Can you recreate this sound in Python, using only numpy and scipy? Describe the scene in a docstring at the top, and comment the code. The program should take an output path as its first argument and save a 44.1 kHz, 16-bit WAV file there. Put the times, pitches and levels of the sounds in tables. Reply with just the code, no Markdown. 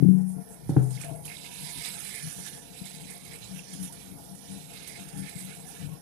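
"""Scrubbing a soapy board

A soapy board is scrubbed over a kitchen sink while the tap runs; early on things knock the worktop and the basin.
The left microphone port is pressed against the worktop and hears its dull vibration: struck and shaken modes.
The right port is open to the air and hears hiss, suds and splashes, with a treble peak near 10 kHz:
shaped noise, popping bubbles and short ringing bursts. Knocks on the basin reach both ports."""
import sys
import numpy as np
from scipy import signal
from scipy.fft import rfft, irfft
from scipy.io import wavfile

SR = 44100
rng = np.random.default_rng(int(sys.argv[2]) if len(sys.argv) > 2 else 0)


def gain_from_db(level_db):
    """Turn a decibel level (scalar or array-like) into a linear amplitude factor."""
    decades = np.asarray(level_db, float) / 20
    return 10 ** decades


def waveform_to_disk(signal):
    """Save audio, clipped to [-1, 1], as 16-bit WAV at the path in sys.argv[1]."""
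    frames = np.transpose(np.atleast_2d(signal))
    scaled = np.clip(frames, -1, 1) * 32767
    samples = np.round(scaled).astype(np.int16)
    wavfile.write(sys.argv[1], SR, samples)


N = 265041

# Modes of the worktop. Each row: frequency in Hz, longest t60 in s, relative level when shaken in dB,
# relative level when struck in dB.
WORKTOP_MODES = [(142, 0.45, -16.5, -50), (154.3, 0.4, -8, -1), (186.2, 0.75, 5.5, -3),
                 (187, 0.82, -10, -19), (272.8, 0.13, -5.5, -10), (297, 0.1, -29, -9),
                 (344, 0.11, -40, -8.5), (374, 0.19, -43, -13.5), (409.4, 0.15, -20, -14.5),
                 (458.4, 0.081, 4, -53.5), (695.4, 0.5, 4.5, -36), (835.4, 0.1, 1, -63),
                 (960, 0.42, -8.5, -46), (1398, 0.082, -11.5, -75), (1924, 0.17, -17, -43)]
# Knocks on the worktop. Each row: start in seconds, relative level in dB, hardness in Hz,
# share of the long hollow ring in dB.
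WORKTOP_BLOWS = [(.001, -16.5, 300, -5), (.023, -6.5, 655, -20.5), (.046, -13.5, 500, 6.5),
                 (0.0839, -12, 500, 2.5), (.128, -23.5, 450, -10), (.165, -27.5, 400, -6),
                 (.363, -29.5, 450, -5)]
# Heavier shoves of the scrubbing body against the worktop. Each row: middle of the swell in seconds,
# length in seconds, level of the modes under 170 Hz in dB, level of those from 170 to 400 Hz in dB.
BODY_SHOVES = [(1.14, 0.85, -40.5, -55), (1.62, 0.19, -44.5, -45), (1.78, 0.07, -41, -37),
               (1.96, 0.03, -44, -33), (2.15, 0.029, -41.5, -59), (2.26, 0.093, -34.5, -56),
               (2.39, 0.079, -39.5, -45), (2.74, 0.3, -65, -49), (2.82, 0.017, -51, -36),
               (3.04, 0.3, -56, -42), (3.56, 0.22, -50, -41.5), (3.82, 0.35, -52, -37),
               (4.12, 0.31, -69, -37.5), (4.33, 0.13, -51, -43.5), (4.55, 0.24, -49.5, -38),
               (5.04, 0.24, -52, -43), (5.2, 0.21, -37, -34.5), (5.36, 0.071, -37.5, -42),
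               (5.46, 0.21, -47, -44), (5.88, 0.25, -33, -38.5)]
# Swells of the worktop hum above 400 Hz. Each row: middle of the swell in seconds, length in seconds, level in dB.
UPPER_SWELLS = [(.39, 0.17, -50), (1.11, 0.74, -50.5), (2.4, 0.11, -51), (3.0, 0.17, -51),
                (5.33, 0.052, -48)]
# Noise floor of the covered port. Each row: frequency in Hz, density in dB per Hz before an 11 dB cut.
COVERED_NOISE = [(25, -101), (60, -62), (100, -83), (230, -64.5), (350, -72), (580, -76), (1100, -102),
                 (1700, -113), (2700, -117), (5500, -123), (8500, -124), (13000, -118), (15500, -122)]
# Noise floor of the open port. Each row: frequency in Hz, density in dB per Hz before the low cut.
OPEN_NOISE = [(25, -100), (60, -26.5), (120, -46), (230, -74.5), (330, -81), (400, -93.5), (495, -82),
              (600, -96.5), (780, -84.5), (950, -89.5), (1150, -107.5)]
# Spectrum of the spray. 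Each row: frequency in Hz, relative density in dB per Hz.
SPRAY_SPECTRUM = [(590, -35), (1000, -23), (1220, -13), (1730, -5), (1880, -4), (2180, 0), (2750, -6.5),
                  (3740, -4.5), (4500, -7.5), (6420, -5), (9700, -4), (11800, -13.5), (12600, -21),
                  (15500, -30.5)]
# Steady stream from the tap. Each row: frequency in Hz, relative density in dB per Hz.
STREAM_SPECTRUM = [(590, -44), (1000, -9), (1660, -9), (1880, -7), (2260, -33), (5340, -17), (5590, -8.5),
                   (7620, -24), (10000, 1), (15500, -16.5)]
# Hollows of tub, board and basin that colour the splash. Each row: frequency in Hz, width in Hz,
# relative level in dB.
HOLLOW_RINGS = [(1794, 59, 11), (5470, 130, 4.5)]
# How much water and suds are moving. Each row: time in seconds, then relative levels in dB of
# slosh (below 2.85 kHz), splash (2.9-6 kHz) and fizz (above 9.73 kHz).
WATER_MOTION = [(0, -63.5, -64.5, -61), (.2, -70.5, -70.5, -58), (.62, -73, -63.5, -61),
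                (.87, -69, -59.5, -51), (.92, -69, -54.5, -45), (.97, -60, -45.5, -47.5),
                (1.05, -48, -60, -49), (1.11, -60, -59, -49.5), (1.21, -71, -67, -52),
                (1.26, -68, -53.5, -45), (1.36, -60, -50, -49.5), (1.5, -59.5, -50.5, -50.5),
                (1.55, -55, -44, -41.5), (2.0, -49.5, -45.5, -40.5), (2.4, -52, -46.5, -40.5),
                (2.56, -52.5, -50.5, -45), (2.65, -62, -55.5, -53), (2.9, -62, -51, -49),
                (3.8, -63, -54, -55.5), (4.15, -72, -59.5, -54.5), (4.42, -85, -56, -51.5),
                (4.68, -59, -53.5, -50), (4.79, -52.5, -49, -51), (5.5, -57, -53, -48.5),
                (5.62, -61.5, -56.5, -48), (5.75, -55, -52, -48.5), (5.9, -65, -58.5, -58),
                (6.0, -73, -62, -59)]
# Handfuls of suds squeezed or slapped on the board. Each row: middle of the swell in seconds,
# length in seconds, relative levels in dB of slosh, splash and fizz.
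SUDS_SLOPS = [(.31, 0.15, -86, -84, -48.5), (.53, 0.16, -68, -67, -48.5), (.7, 0.043, -66, -54, -48),
              (.84, 0.059, -78, -66, -45.5), (1.02, 0.13, -59, -48, -49), (1.27, 0.1, -74, -63, -57),
              (1.32, 0.12, -49, -52, -49), (1.46, 0.061, -51, -47.5, -54), (1.86, 0.16, -47.5, -41, -41),
              (2.47, 0.072, -48, -46, -58), (2.87, 0.083, -57, -48, -52), (3.13, 0.16, -57, -66, -47.5),
              (3.27, 0.095, -58, -62, -49), (3.34, 0.098, -51.5, -66, -49), (3.44, 0.072, -67, -46.5, -64),
              (3.58, 0.15, -61, -49, -48), (3.74, 0.21, -61, -45.5, -48), (3.845, 0.16, -62, -52, -42.5),
              (4.05, 0.37, -63.5, -55, -74), (4.52, 0.34, -60, -56, -71), (4.89, 0.064, -76, -70, -63),
              (5.2, 0.1, -73, -73, -46), (5.28, 0.084, -48.5, -50, -53), (5.41, 0.23, -60, -73, -45.5),
              (5.52, 0.14, -48.5, -53.5, -67), (5.69, 0.09, -54, -61, -47), (5.83, 0.14, -56.5, -52.5, -58),
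              (5.94, 0.029, -76, -75, -50)]
# Low rumble around the basin. Each row: middle of the swell in seconds, length in seconds, level in dB.
BASIN_RUMBLES = [(0, 0.28, -40), (.22, 0.32, -48.5), (.74, 0.3, -33.5), (1.13, 0.43, -52),
                 (3.4, 0.37, -48.5), (5.86, 0.16, -58)]
# Modes of the basin. Each row: frequency in Hz, t60 in s, relative level left in dB, relative level right in dB.
BASIN_MODES = [(93, 0.05, -24, -25), (122.9, 0.99, -27, -45), (128.8, 0.57, -4.5, -40),
               (135, 0.13, -13, -23), (148, 0.17, -13, -4.5), (170, 0.17, -10, -15),
               (249.5, 0.13, -13, -43), (290, 0.069, -2.5, -16), (312, 0.077, -34, -22),
               (337, 0.06, -40, -28), (418, 0.2, -17.5, -37), (480, 0.22, -33, -26), (551, 0.2, -21.5, -43),
               (715, 0.28, -31, -46), (778, 0.047, -16, -28), (838, 0.039, -44, -14),
               (1330, 0.0074, -47, -12)]
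# Knocks on the basin. Each row: start in seconds, relative level left in dB, relative level right in dB,
# hardness in Hz, share of the boom in dB.
BASIN_BLOWS = [(0.693, -13.5, -12, 560, -26), (.719, -21, -20, 800, -5.5), (.742, -29, -38, 600, -17),
               (0.764, -14.5, -46, 700, 11.5), (0.767, -7.5, -6.5, 1140, -5.5), (.845, -33, -37, 600, -14),
               (.885, -38, -33, 600, -6), (1.041, -38, -37, 1480, 2), (1.113, -29.5, -40, 1500, -3)]
# Single splats. Each row: start in seconds, relative level in dB, ring in Hz, tail time constant in s.
SPLAT_EVENTS = [(0.905, -44, 9000, 0.033), (1.0125, -40, 8500, 0.025), (1.043, -41.5, 9800, 0.027),
                (1.2517, -37, 10800, 0.032), (1.628, -51, 9900, .03), (1.795, -51, 9900, .03),
                (1.856, -38, 9900, 0.027), (2.045, -39, 9900, .03), (2.089, -42, 9900, .03),
                (2.4606, -39, 9800, 0.028), (2.853, -40.5, 10300, 0.017), (3.099, -42.5, 9100, .035),
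                (3.2483, -45, 9800, .02), (3.733, -41, 10100, 0.022), (3.8278, -38.5, 10500, 0.043),
                (3.9225, -42.5, 9900, 0.034), (4.348, -50, 9900, .012), (4.526, -46, 9600, 0.017),
                (4.734, -45.5, 9800, .015), (4.8734, -39.5, 10500, 0.048), (5.085, -44, 9300, .015),
                (5.172, -44, 10100, 0.028), (5.291, -41, 9900, 0.023), (5.402, -43, 10300, .04),
                (5.685, -51, 10200, .02)]
# Single bubbles plinking. Each row: start in seconds, relative level in dB, starting pitch in Hz.
BUBBLE_PLINKS = [(0.9751, -35, 2140), (1.0096, -31, 2440), (1.036, -32, 2290), (1.2494, -37, 3080),
                 (1.279, -31.5, 2610), (1.2994, -33, 2610), (1.3684, -30, 3670), (1.849, -27, 3700),
                 (3.1194, -40, 1780), (3.5922, -31.5, 2640), (5.2759, -47, 2430)]
# Brief hollow tones of water in a cavity. Each row: start in seconds, length in seconds, start pitch in Hz,
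# end pitch in Hz, level in dB before the fades.
CAVITY_GURGLES = [(1.03, 0.11, 481, 563.5, -57), (1.361, 0.6, 969, 942, -55.5),
                  (3.89, 0.031, 870, 960, -50.5), (5.1, 0.17, 796, 860, -54), (5.636, 0.101, 730, 797, -53),
                  (5.896, 0.086, 1070, 1115, -58.5)]
# Something dragged over the worktop. Each row: middle of the swell in seconds, length in seconds, level in dB.
WORKTOP_DRAGS = [(1.06, 0.071, -41), (1.12, 0.15, -42), (1.185, 0.063, -45.5)]

# Resting worktop: low shake from scrubbing, upper hum from running water
SHAKE_DB, HUM_DB, HUM_WANDER_DB = -51, -55, 3
HAND_LANDS_S = 0.424
STREAM_DB, WASH_FLICKER_DB, WASH_FLICKER_HZ = -55, 0.87, 36
RUMBLE_DB = -76
SPLAT_RISE_S, SPLAT_TOP_HZ = 0.0016, 12100
DRAG_HZ, DRAG_T60_S = 675, 0.11


def rms_one(x):
    """Scale to unit rms."""
    return x / np.sqrt(np.mean(x ** 2) + 1e-20)


def in_time(rows):
    """Each column after the first as a curve over all samples."""
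    s, *columns = np.transpose(rows)
    return [np.interp(np.arange(N) / SR, s, c) for c in columns]


def split(x, hz, side):
    """Steep low- or high-pass."""
    return signal.sosfilt(signal.butter(4, hz, side, fs=SR, output="sos"), x)


def colour(x, spectrum, end_db=-150):
    """Shape steady noise of unit rms to a density in dB per Hz."""
    hz, db = np.transpose(spectrum)
    grid = np.maximum(np.fft.rfftfreq(N, 1 / SR), 1)
    shape = gain_from_db(np.interp(np.log(grid), np.log(hz), db, left=end_db, right=end_db))
    return irfft(rfft(x) * shape, N) * np.sqrt(SR / 2)


def drift(rate_hz):
    """Slow chance with spread 1: noise smoothed by two equal poles, drawn every 40 samples."""
    r = np.exp(-80 * np.pi * rate_hz / SR)
    noise = rng.standard_normal(N // 40 + 2002)
    slow = signal.lfilter([1], [1, -2 * r, r * r], noise)[2000:]  # skip the start-up
    return np.interp(np.arange(N) / 40, np.arange(len(slow)), rms_one(slow))


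def swells(rows, *resting_db):
    """Gains that rest at a level and swell smoothly around the middle of each event; powers add."""
    t = np.arange(N) / SR
    power = [gain_from_db(db) ** 2 + 0 * t for db in resting_db]
    for middle_s, length_s, *levels_db in rows:
        bump = np.cos(np.pi * np.clip((t - middle_s) / length_s, -.5, .5)) ** 4
        power = [p + gain_from_db(db) ** 2 * bump for p, db in zip(power, levels_db)]
    return np.sqrt(power)


def ring(force, hz, t60):
    """A two-pole resonator: a unit click sets a dying sine of starting height 1 ringing."""
    r, w = gain_from_db(-60 / (t60 * SR)), 2 * np.pi * hz / SR
    return signal.lfilter([0, np.sin(w)], [1, -2 * r * np.cos(w), r * r], force + 1e-18)


def blows(times, levels_db, hardness_hz):
    """Contact force: a smooth push, shorter when harder, then a dying rattle of loose things; no net shove."""
    force, t = np.zeros(N), np.arange(6000) / SR
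    noise = rng.standard_normal((len(times), len(t)))
    for s, db, hz, rattle in zip(times, levels_db, hardness_hz, noise):
        push = t * np.exp(-2 * np.pi * hz * t)
        contact = push / push.sum() + gain_from_db(-40.0) * rattle * np.exp(-t / 0.051)
        start = round(s * SR)
        force[start:start + len(t)] += gain_from_db(db) * contact
    return split(split(force, 120, "high"), 5200, "low")


def thud(force, top_hz, t60, db):
    """The many small unresolved modes of a body: a dull, dying noise after each blow."""
    t = np.arange(N // 8) / SR
    cloud = rms_one(split(rng.standard_normal(len(t)), top_hz, "low")) * gain_from_db(-60 * t / t60)
    return gain_from_db(db) * signal.fftconvolve(force, cloud)[:N]


def worktop():
    """Scrubbing drives the low modes, running water the upper ones; a hand stills the ring of the knocks."""
    deep, shake = swells(BODY_SHOVES, SHAKE_DB, SHAKE_DB)
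    drone, = swells(UPPER_SWELLS, HUM_DB + HUM_WANDER_DB * drift(19.0))
    s, db, hardness_hz, hollow_db = np.transpose(WORKTOP_BLOWS)
    force = blows(s, db, hardness_hz)
    hollow = blows(s, db + hollow_db, hardness_hz)
    struck = thud(split(force, 340, "low"), 346, 0.2, -12) + thud(force, 890, 0.21, -54)
    jolts = rng.standard_normal((2, N)) * gain_from_db(1.7 * drift(25.6))
    groups = np.zeros((3, N))  # modes under 170 Hz, from 170 to 400 Hz, and above
    for k, (hz, t60, shaken_db, struck_db) in enumerate(WORKTOP_MODES):
        push = hollow if 170 < hz < 200 else force
        struck = struck + gain_from_db(struck_db) * ring(push, hz, t60)
        # suds and pressing hands damp the long rings
        damped_t60 = min(t60, 28 / hz ** 0.87)
        groups[np.searchsorted([170, 400], hz)] += gain_from_db(shaken_db) * rms_one(ring(jolts[k % 2], hz, damped_t60))
    stilled = np.exp(-np.maximum(np.arange(N) / SR - HAND_LANDS_S, 0) / 0.0052)
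    knocks = (split(struck, 423, "low") + gain_from_db(-11.5) * struck) * stilled
    low = deep * rms_one(split(groups[0], 44, "high"))
    middle = shake * rms_one(split(split(groups[1], 73, "high"), 460, "low"))
    upper = drone * rms_one(split(groups[2], 1950, "low"))
    return knocks + low + middle + upper


def patchy(shared_db, own_db):
    """Flat noise whose third-octave bands swell together and alone."""
    out, together = 0, shared_db * drift(18)
    edges = 900 * 2 ** np.arange(0, 4.4, 1 / 3)
    white = rng.standard_normal((2, N))
    for k, (low, high) in enumerate(zip(edges, edges[1:])):
        band = signal.sosfilt(signal.butter(2, [low, high], "band", fs=SR, output="sos"), white[k % 2])
        out = out + band * gain_from_db(together + own_db * drift(19.0))
    return rms_one(out)


def bubbles(per_s, cycles):
    """Suds pop at random, in clumps, each ringing some cycles at its own pitch; flat in density."""
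    sizes = gain_from_db(3.5 * np.minimum(rng.exponential(1, N), 3.5)) * rng.choice([-1, 1], N)
    born = rng.random(N) < per_s * gain_from_db(3.0 * drift(14)) / SR
    pitches, dealt = np.geomspace(1300, 14000, 24), rng.integers(0, 24, N)
    out = 0
    for k, hz in enumerate(pitches):
        pops = sizes * born * (dealt == k)
        out = out + np.sqrt(hz) * rms_one(ring(pops, hz, cycles / hz))
    return rms_one(out)


def close_echoes(x, decay_s):
    """Dense reflections off nearby dishes and walls comb the spectrum; the pattern shifts as hands move."""
    t = np.arange(1500) / SR
    shares = np.array([drift(2.5) for _ in range(4)])
    shares /= np.sqrt((shares ** 2).sum(axis=0))
    paths = []
    for _ in range(4):
        echo = rng.standard_normal(len(t)) * np.exp(-t / decay_s)
        paths.append(signal.fftconvolve(x, echo)[:N])
    return rms_one(x + 0.8 * rms_one((shares * paths).sum(axis=0)))


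def water():
    """Spray hiss with popping suds, ringing in hollows; slosh, splash and fizz swell apart over the steady stream."""
    resting = in_time(WATER_MOTION) + WASH_FLICKER_DB * drift(WASH_FLICKER_HZ)
    slosh, splash, fizz = swells(SUDS_SLOPS, *resting)
    flat = patchy(0.38, 1.73) + gain_from_db(-8.0) * bubbles(900, 38)
    for hz, width_hz, db in HOLLOW_RINGS:
        t60 = np.log(1000) / (np.pi * width_hz)
        flat = flat + gain_from_db(db - 30.5 + 1.5 * drift(2.0)) * rms_one(ring(flat, hz, t60))
    spray = colour(close_echoes(flat, 0.0043), SPRAY_SPECTRUM)
    stream = colour(close_echoes(rng.standard_normal(N), 0.0021), STREAM_SPECTRUM)
    low = slosh * rms_one(split(spray, 2850, "low"))
    middle = splash * rms_one(split(split(spray, 2900, "high"), 6000, "low"))
    high = fizz * rms_one(split(spray, 9730, "high"))
    return low + middle + high + gain_from_db(STREAM_DB) * rms_one(stream)


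def rumble():
    """Lumpy low noise around the basin's boom."""
    lumps = rng.standard_normal(N) * gain_from_db(3.0 * drift(15))
    boom = split(split(ring(lumps, 115, 0.1), 430, "low"), 33.0, "high")
    return swells(BASIN_RUMBLES, RUMBLE_DB)[0] * rms_one(boom)


def basin():
    """Knocks ring the basin modes, through the worktop on the left and the air on the right."""
    s, left_db, right_db, hardness_hz, boom_db = np.transpose(BASIN_BLOWS)
    forces = np.array([blows(s, db, hardness_hz) for db in (left_db, right_db)])
    # each blow stirs the boom by its own share
    booms = np.array([blows(s, db + boom_db, hardness_hz) for db in (left_db, right_db)])
    modes = np.zeros((2, N))
    for hz, t60, *sides_db in BASIN_MODES:
        push = booms if hz < 143 or 400 < hz < 440 else forces
        modes += gain_from_db(sides_db)[:, None] * ring(push, hz, t60)
    dull = [thud(forces[0], 397, 0.25, -20.0), thud(forces[1], 380, 0.3, -31)]
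    bright = [thud(forces[0], 1600, 0.07, -44), thud(forces[1], 1340, 0.07, -35)]
    return modes + dull + bright


def splats():
    """A sudden burst of noise that dies fast, coloured by one broad ring."""
    out, t = np.zeros(N), np.arange(5000) / SR
    noise = rng.standard_normal((len(SPLAT_EVENTS), len(t)))
    for (s, db, hz, tail_s), burst in zip(SPLAT_EVENTS, noise):
        tone = rms_one(ring(burst, hz, 12 / hz)) + 0.08 * split(burst, 5900, "high")
        shape = (1 - np.exp(-t / SPLAT_RISE_S)) * (np.exp(-t / 0.0069) + np.exp(-t / tail_s))
        start = round(s * SR)
        out[start:start + len(t)] += gain_from_db(db) * tone * shape
    return split(out, SPLAT_TOP_HZ, "low")


def plinks():
    """Each bubble rings as a short, ragged sine that rises a little in pitch."""
    out, t = np.zeros(N), np.arange(2600) / SR
    for s, db, hz in BUBBLE_PLINKS:
        ragged = 1 + 3 * split(rng.standard_normal(len(t)), 600, "low")
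        swell = (1 - np.exp(-t / 0.00067)) * np.exp(-t / 0.003) * ragged
        start = round(s * SR)
        out[start:start + len(t)] += gain_from_db(db) * swell * np.sin(2 * np.pi * hz * (t + t ** 2))
    return out


def gurgles():
    """A narrow band of noise gliding in pitch, swelling and fading."""
    out = np.zeros(N)
    for s, length_s, start_hz, end_hz, db in CAVITY_GURGLES:
        start, count = round(s * SR), round(length_s * SR)
        wobble = split(rng.standard_normal((2, N // 4)), start_hz * 0.039, "low")[:, -count:]
        phase = 2 * np.pi * np.cumsum(np.linspace(start_hz, end_hz, count)) / SR
        band = rms_one(wobble[0] * np.cos(phase) + wobble[1] * np.sin(phase))
        tone = band * np.hanning(count) ** 0.26
        out[start:start + count] += gain_from_db(db) * tone[:N - start]
    return out


def drags():
    """Rough friction noise makes one upper worktop mode sing."""
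    friction = rng.standard_normal(N)
    return swells(WORKTOP_DRAGS, -79.0)[0] * rms_one(ring(friction, DRAG_HZ, DRAG_T60_S))


def scene():
    """Left port covered by the worktop, right port open to the air; their noise floors share a little."""
    shared, own = rng.standard_normal(N), rng.standard_normal((2, N))
    covered = colour(rms_one(own[0] + 0.11 * shared), COVERED_NOISE) * gain_from_db(-11.0)
    air = split(colour(rms_one(own[1] + 0.14 * shared), OPEN_NOISE), 330, "high")
    left = worktop() + drags() + covered
    right = gain_from_db(2.0) * (water() + splats() + plinks()) + gurgles() + rumble() + air
    return np.array([left, right]) + basin()


def band_limit(x):
    """A steep low-pass at the top of the band."""
    return signal.sosfilt(signal.butter(12, 15680, fs=SR, output="sos"), x)


def record(dry):
    """Hands on the finished mix of the two ports."""
    return band_limit(dry)


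dry = scene()
out = record(dry)
waveform_to_disk(out)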